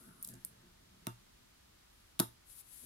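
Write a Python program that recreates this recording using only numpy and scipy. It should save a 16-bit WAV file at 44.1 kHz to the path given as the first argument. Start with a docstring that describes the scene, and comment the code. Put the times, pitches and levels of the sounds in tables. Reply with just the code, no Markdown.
"""Skin rubs and clusters of small steel magnet balls slide over a wooden table, hands snap the clusters together
now and then, and rubbing returns near the end, with a soft thump on the table last of all. Rubbing is noise made of
tiny grains, with a wavering scrape and a thin squeak; sliding and thump are soft noise ringing the table. Each snap
is a quick cascade of ball-on-ball ticks, and short pushes knock the table top along with the strong ones.
A spaced pair of microphones listens from close by; a small quiet room adds a short tail and a steady tone."""
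import sys
import numpy as np
from scipy import signal
from scipy.fft import rfft, irfft
from scipy.io import wavfile
from scipy.ndimage import uniform_filter1d

SR = 44100
rng = np.random.default_rng(int(sys.argv[2]) if len(sys.argv) > 2 else 0)


def natural_amplitude(level_db):
    """Convert a level in decibels to a linear amplitude factor, elementwise."""
    exponent = np.asarray(level_db, float) / 20
    return 10 ** exponent


def materialize(psi):
    """Save the field psi as 16-bit PCM at rate SR to the path in sys.argv[1].

    A 1-D psi becomes a single channel; in a 2-D psi each row is a channel.
    """
    bounded = np.clip(np.atleast_2d(psi).T, -1, 1)
    quanta = np.round(bounded * 32767).astype(np.int16)
    wavfile.write(sys.argv[1], SR, quanta)


N = 125685

# steady tone of the room: (frequency [Hz], level [dB])
ROOM_TONE = [(12, -37), (22, -3), (65, -2), (176, -14.5), (308, -15.5), (455, -22.5), (653, -24),
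             (993, -20), (1310, -18.5), (1600, -20), (2630, -23), (4120, -22.5), (8500, -27.5),
             (12000, -28), (15800, -34.5), (15950, -87)]
# how alike the room tone is left and right: (frequency [Hz], likeness [-1 to 1])
ROOM_ALIKE = [(60, 1), (130, 0.77), (290, 0.062), (640, -0.81), (1410, 0.4), (3100, -0.21), (6820, 0.0039),
              (15000, -0.0033)]
# time for the room's tail to die by 60 dB: (frequency [Hz], time [s])
ROOM_T60 = [(100, 0.11), (1000, 0.23), (5000, 0.22), (11000, 0.22), (16000, 0.12)]
# skin rubbing on the smooth surface, one list per stretch: (time [s], level midway between left and right [dB])
RUB_STRETCHES = [
    [(0, -61.5), (.05, -63), (.12, -71), (.2, -72), (.24, -61.5), (.3, -54.5), (.35, -72.5), (.42, -70),
     (.55, -100)],
    [(1.9, -87), (1.95, -74.5), (2.02, -77), (2.15, -80)],
    [(2.42, -97), (2.47, -66), (2.515, -57), (2.55, -60), (2.595, -53.5), (2.612, -56.5), (2.62, -74),
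     (2.68, -63), (2.742, -57), (2.79, -57), (2.85, -56)],
]
# how much louder each stretch of rubbing is on the left: one value per stretch [dB]
RUB_LEFT_DB = [3.5, 6, 10]
# spectrum of the rubbing: (frequency [Hz], level [dB])
RUB_COLOUR = [(1500, -31.5), (2500, -18), (4100, -15.5), (5500, -17), (7500, -10), (9500, -5), (11200, 0),
              (12500, -6.5), (14000, -16), (15800, -22), (15950, -56)]
# top of the rubbing hiss, loudest before the finger lifts: (time [s], level midway between left and right [dB])
RUB_TOP = [(2.47, -84), (2.53, -79), (2.56, -65), (2.6, -66), (2.612, -66), (2.622, -86), (2.66, -92)]
# band of that top: lower edge [Hz], upper edge [Hz]
RUB_TOP_BAND = [12400, 15500]
# soft scrape in the middle register: (time [s], level [dB], centre frequency [Hz])
SCRAPE = [(0, -76, 1255), (.05, -66.5, 1350), (.1, -70.5, 1450), (.15, -72.5, 1272), (.24, -69, 1250),
          (.27, -88, 1500), (.3, -74, 1702), (.37, -73, 1660), (.42, -84, 1652), (.7, -76, 1650)]
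# thin faint squeak: (time [s], frequency [Hz], level [dB])
SQUEAK = [(.055, 10300, -78), (.09, 10450, -69), (.11, 10450, -88), (.127, 10450, -71), (.15, 10150, -73),
          (.18, 9800, -74), (.2, 9500, -67), (.24, 9700, -72)]
# clusters dragged over the table, and a soft thump on it at the end: (time [s], level [dB])
DRAG_AND_THUMP = [(0, -59.5), (.04, -59), (.06, -59.5), (.09, -57), (.12, -65.5), (.18, -67), (.24, -67.5),
                  (.27, -59), (.3, -61.5), (.335, -55.5), (.37, -63.5), (.45, -76), (.55, -68),
                  (.65, -66.5), (.8, -72), (1.0, -69.5), (1.3, -77.5), (2.3, -78), (2.81, -85),
                  (2.835, -53.5), (2.85, -70)]
# ringing modes of the table top: (frequency [Hz], level [dB], time to die by 60 dB [s])
TABLE_MODES = [(117.6, -10, 0.28), (191.9, 2.5, 0.051), (266.7, -3, 0.052), (349.7, -9.5, 0.13),
               (438, -5.5, 0.026), (652, -7.5, 0.079), (899, -7.5, 0.14), (1193, -7.5, 0.15),
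               (1287, -9.5, 0.079), (1355, -9, 0.13), (1950, -21, 0.08), (2764, -1, 0.14)]
# the dense upper modes of the board, blurred into a clatter: (frequency [Hz], level [dB per Hz])
CLATTER = [(110, -20), (250, -0.5), (400, -7), (520, -12), (780, -12.5), (1100, -9.5), (1500, -8),
           (2200, -10.5), (3500, -11)]
# knocks on the table top: (time [s], level [dB], push length [ms], clatter against the knock [dB],
# lowest mode against the knock, which depends on the spot struck [dB])
KNOCKS = [(0.448, -49, 4.5, -10, -0.5), (1.0681, -28, 0.59, -9, 5), (2.1926, -28.5, 0.73, -2.5, -11),
          (2.1988, -19.5, 0.73, -5, -3.5)]
# snaps of ball on ball: (time [s], level before a factor for length [dB], lowest pitch [Hz],
# cascade length [ms], tilt [dB per octave], highest pitch [Hz])
SNAPS = [(0.2125, -54, 7900, 5.4, 2, 15000), (0.2266, -27.5, 7500, 1.2, -0.5, 17000),
         (0.2321, -33, 9500, 1.5, 3, 17000), (.246, -31, 4030, 0.63, 5, 11000),
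         (0.2481, -32.5, 5230, 3.3, 0, 16500), (0.2665, -50, 9500, 1.3, 3, 15000),
         (.2708, -45, 9000, 1.1, -1, 14500), (0.2752, -38, 8600, 2.3, -11, 14300),
         (.282, -48, 9000, 0.87, -5, 13000), (0.288, -33, 5030, 1.1, -0.5, 13500),
         (0.305, -55, 9500, 3.3, 2, 12500), (.317, -50, 7000, 1, -11, 12500),
         (0.3385, -44, 7100, 1.1, -9.5, 10000), (0.342, -47, 7040, 1.5, -12, 10500),
         (.353, -48, 7000, 1, -6, 9500), (0.4489, -20.5, 9000, 0.57, -7.5, 12500),
         (1.0689, -24.5, 1500, 1.26, -1, 17000), (2.1923, -17.5, 2010, 1.14, -1.5, 16000),
         (2.1982, -12.5, 3000, 0.88, -1.5, 17000), (2.1999, -17.5, 3000, 2, 3, 17000),
         (2.201, -16, 4040, 1.45, -2, 15500), (2.2015, -24, 7000, 2, 0, 14500)]
# what a tick rings with: (frequency [Hz], width [Hz], level [dB])
BALL_MODES = [(2240, 2840, -4), (3740, 600, -8.5), (5170, 760, -12), (7500, 1400, -6.5), (9500, 1400, -1),
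              (11460, 1270, 3), (13020, 1250, 1.5), (14100, 2160, -0.5)]

ROOM_TONE_DB = -67  # what both microphones share
ROOM_DB, ROOM_FADE_IN_MS = -12.5, 1.7  # the tail and how gently it starts
TABLE_TO_ROOM_DB = -1
SCRAPE_WIDTH_HZ = 340
TABLE_LOW_HZ, TABLE_LAG_MS = 92.6, 0.41  # low cut; how much later the right microphone hears the table
CLATTER_T60_S, CLATTER_ALIKE = 0.13, 0.77  # decay; part of the power shared by left and right
TICK_SCATTER_DB, CASCADE_DB = -7.5, -23  # spread of tick levels; later ticks against the first
LEFT_LEADS_MS = 0.036
NEAR_DB, NEAR_MS = 0, 1.1  # reflections off hands and table, and how fast they fade
SPREAD_MS = 2.8  # the cluster and hands smear the snap on its way to the room
TOP_HZ = 16900


def along(table, at, col=1, log=False):
    """Read a column of a table by straight lines, over a log scale if asked."""
    rows = np.array(table, float)
    if log:
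        return np.interp(np.log(at + 1e-9), np.log(rows[:, 0]), rows[:, col])
    return np.interp(at, rows[:, 0], rows[:, col])


def unit(x):
    """Scale to an rms of 1."""
    return x / np.sqrt(np.mean(x ** 2))


def coloured(x, table):
    """Shape a noise by a spectrum table."""
    gain = natural_amplitude(along(table, np.fft.rfftfreq(N, 1 / SR), log=True))
    return irfft(rfft(x) * gain, N)


def fade(table):
    """Gain over time from a level curve, silent outside it."""
    t = np.arange(N) / SR
    first, last = table[0][0], table[-1][0]
    # ramps of 30 ms, left out where the curve meets the start or end of the sound
    after_start = t - first + (first < .02)
    before_end = last - t + (last > N / SR - .03)
    return natural_amplitude(along(table, t)) * np.clip(np.minimum(after_start, before_end) / .03, 0, 1)


def walk(rate):
    """Smooth chance wandering with a spread near 1; rate is new values per second."""
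    k = int(SR / rate)
    steps = np.repeat(rng.standard_normal(N // k + 1), k)
    return 1.25 * uniform_filter1d(uniform_filter1d(steps, k), k)[:N]


def ring(hz, t60, length, lag_s=0):
    """One mode: a sine that dies away evenly in dB."""
    t = np.maximum(np.arange(length) / SR - lag_s, 0)
    return np.sin(2 * np.pi * hz * t) * np.exp(-np.log(1000) * t / t60)


def room_tone():
    """Steady air and hiss; a mid and a side noise set how alike the two microphones are in each band."""
    alike = along(ROOM_ALIKE, np.fft.rfftfreq(N, 1 / SR), log=True)
    alike = np.clip(alike, -.98, .98)
    mid, side = rfft(coloured(rng.standard_normal((2, N)), ROOM_TONE))
    side = side * np.sqrt((1 - alike) / (1 + alike))
    mid, side = irfft(np.array([mid, side]), N)
    gain = natural_amplitude(ROOM_TONE_DB + .5 * walk(3.1)) / np.sqrt(np.mean(mid ** 2))
    return np.array([mid + side, mid - side]) * gain


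def rubbing():
    """Dense tiny grains of friction, unrelated left and right."""
    noise = rng.standard_normal((2, N))
    bursts_db = 0.86 * rng.exponential(size=(2, N))
    wander_db = np.array([walk(150) for _ in range(2)])
    grains = noise * natural_amplitude(bursts_db + wander_db)
    halves = np.array([[.5], [-.5]])  # left up, right down
    gains = [fade(part) * natural_amplitude(db * halves) for part, db in zip(RUB_STRETCHES, RUB_LEFT_DB)]
    hiss = unit(coloured(grains, RUB_COLOUR)) * sum(gains)
    band = signal.butter(4, RUB_TOP_BAND, "band", fs=SR, output="sos")
    top = unit(signal.sosfilt(band, grains))
    below_edge = np.fft.rfftfreq(N, 1 / SR) < RUB_COLOUR[-2][0]
    top = irfft(rfft(top) * below_edge, N)
    return hiss + top * fade(RUB_TOP) * natural_amplitude(RUB_LEFT_DB[-1] * halves)


def scrape():
    """A soft wavering scrape: narrow noise around a moving centre."""
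    low = signal.butter(2, SCRAPE_WIDTH_HZ / 2, fs=SR, output="sos")
    waver = signal.sosfilt(low, rng.standard_normal((2, 2, N)))
    centre_hz = along(SCRAPE, np.arange(N) / SR, col=2)
    carrier = np.exp(2j * np.pi * np.cumsum(centre_hz) / SR)
    noise = unit(np.real((waver[0] + 1j * waver[1]) * carrier))
    return noise * fade(SCRAPE) * natural_amplitude(2 * walk(23.4))


def table_modes():
    """The board's modes as (mode, microphone, time); the right microphone hears them later."""
    lags = (0, TABLE_LAG_MS / 1000)
    modes = np.array([[(-1) ** k * natural_amplitude(db) * ring(hz, t60, SR // 2, lag) for lag in lags]
                      for k, (hz, db, t60) in enumerate(TABLE_MODES)])
    high = signal.butter(4, TABLE_LOW_HZ, "high", fs=SR, output="sos")
    return signal.sosfilt(high, modes / np.abs(modes.sum(axis=0)).max())


def through(x, body):
    """Let a push or noise ring a body at both microphones."""
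    return signal.fftconvolve(body, x[None])[:, :N]


def dragging_and_thump():
    """Clusters slide over the table, and a soft thump ends it: dull, uneven noise rings the board."""
    board = table_modes().sum(axis=0)
    low = signal.butter(2, 480, fs=SR, output="sos")
    soft = signal.sosfilt(low, rng.standard_normal(N) * natural_amplitude(3.1 * walk(39.9)))
    steady_rms = np.sqrt(np.mean(through(soft, board) ** 2))
    return through(soft * fade(DRAG_AND_THUMP), board) / steady_rms


def room(x):
    """A short diffuse tail, each band dying at its own rate."""
    n, tail = SR // 2, 0
    t = np.arange(n) / SR
    for hz in 90 * 2 ** np.arange(0, 7.6, .5):  # half-octave bands
        band = signal.butter(2, [hz / 1.19, hz * 1.19], "band", fs=SR, output="sos")
        decay = np.exp(-np.log(1000) * t / along(ROOM_T60, hz, log=True))
        tail = tail + signal.sosfilt(band, rng.standard_normal((2, n))) * decay
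    tail = tail * np.clip(t / ROOM_FADE_IN_MS * 1000, 0, 1) ** 2
    tail = tail / np.sqrt(np.sum(tail ** 2, axis=1, keepdims=True))
    return natural_amplitude(ROOM_DB) * signal.fftconvolve(x, tail, axes=1)[:, :N]


def squeak():
    """A thin faint squeak: one sine with a gliding, slightly shaky pitch."""
    pitch_hz = along(SQUEAK, np.arange(N) / SR) + 20 * walk(68)
    return np.sin(2 * np.pi * np.cumsum(pitch_hz) / SR) * fade([(s, db) for s, _, db in SQUEAK])


def snaps(count=20):
    """A first tick and a fading cascade, reflected differently to each microphone; also what the room gets."""
    n = 2048
    out = np.zeros((4, N + n))  # left, right, then two rows for the room
    t, hz = np.arange(n) / SR, np.fft.rfftfreq(n, 1 / SR)
    # a wider mode dies sooner
    tick = sum((-1) ** k * natural_amplitude(db) * ring(mode_hz, np.log(1000) / np.pi / width, 512)
               for k, (mode_hz, width, db) in enumerate(BALL_MODES))
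    octaves = np.log2((hz + SR / n) / BALL_MODES[-3][0])
    delays_ms = np.array([[0], [LEFT_LEADS_MS]])
    for s, db, low_hz, ms, tilt_db, high_hz in SNAPS:
        chance = rng.random((count, 2))
        when = np.r_[0, np.sort(chance[1:, 0]) * 3 * ms / 1000]
        tick_db = np.r_[0, TICK_SCATTER_DB * (2 * chance[1:, 1] - 1) + CASCADE_DB]
        size = natural_amplitude(tick_db) * np.exp(-when / ms * 1000)
        # spectrum of the tick times, with alternating signs
        train = np.exp(-2j * np.pi * hz[:, None] * when) @ (size * (-1) ** np.arange(count))
        near = rng.standard_normal((2, n)) * np.exp(-t / NEAR_MS * 1000) * (t > .0002)
        near = near / np.sqrt(np.sum(near ** 2, axis=1, keepdims=True))
        paths = np.exp(-2j * np.pi * hz * delays_ms / 1000) * (1 + natural_amplitude(NEAR_DB) * rfft(near))
        smear = rfft(rng.standard_normal((2, n)) * np.exp(-t / SPREAD_MS * 1000))
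        spectrum = np.vstack([paths * train, smear]) * rfft(tick, n) * natural_amplitude(tilt_db * octaves)
        snap = irfft(spectrum, n)
        snap = signal.sosfilt(signal.butter(4, low_hz, "high", fs=SR, output="sos"), snap)
        snap = signal.sosfilt(signal.butter(2, high_hz, fs=SR, output="sos"), snap)
        snap /= np.sqrt(np.sum(snap ** 2, axis=1, keepdims=True))
        start = int(s * SR)
        # longer cascades carry more energy
        out[:, start:start + n] += natural_amplitude(db) * np.sqrt(ms / 1000 * SR / 4) * snap
    return out[:2, :N], out[2:, :N]


def knocks():
    """Short smooth pushes ring the board's modes and a clatter of dense upper modes."""
    t = np.arange(N) / SR
    modes = table_modes()
    n = modes.shape[2]
    shared, *own = unit(coloured(rng.standard_normal((3, N)), CLATTER))[:, :n]
    clatter = np.sqrt(CLATTER_ALIKE) * shared + np.sqrt(1 - CLATTER_ALIKE) * np.array(own)
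    clatter = clatter * np.exp(-np.log(1000) * t[:n] / CLATTER_T60_S)
    push = np.zeros((3, N))  # for the upper modes, the clatter and the lowest mode
    for s, db, ms, clatter_db, lowest_db in KNOCKS:
        bump = np.sin(np.pi * np.clip((t - s) / ms * 1000, 0, 1)) ** 2
        push += natural_amplitude(np.array([[db], [db + clatter_db], [db + lowest_db]])) * bump / bump.sum()
    upper = through(push[0], modes[1:].sum(axis=0))
    return upper + through(push[1], clatter) + through(push[2], modes[0])


def scene():
    """Rubbing, table and snaps in the room, over its tone."""
    ticks, ticks_to_room = snaps()
    table = knocks() + dragging_and_thump()
    rub = rubbing() + scrape() + squeak()
    tail = room(ticks_to_room + rub + natural_amplitude(TABLE_TO_ROOM_DB) * table)
    return ticks + table + rub + tail + room_tone()


def roll_off(x):
    """The treble ends steeply here."""
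    return signal.sosfilt(signal.butter(12, 17090, fs=SR, output="sos"), x)


def record(dry):
    """A steep filter cuts the very top of the treble."""
    low = signal.ellip(8, .2, 70, TOP_HZ, fs=SR, output="sos")
    mix = signal.sosfilt(low, dry)
    return roll_off(mix)


dry = scene()
out = record(dry)
materialize(out)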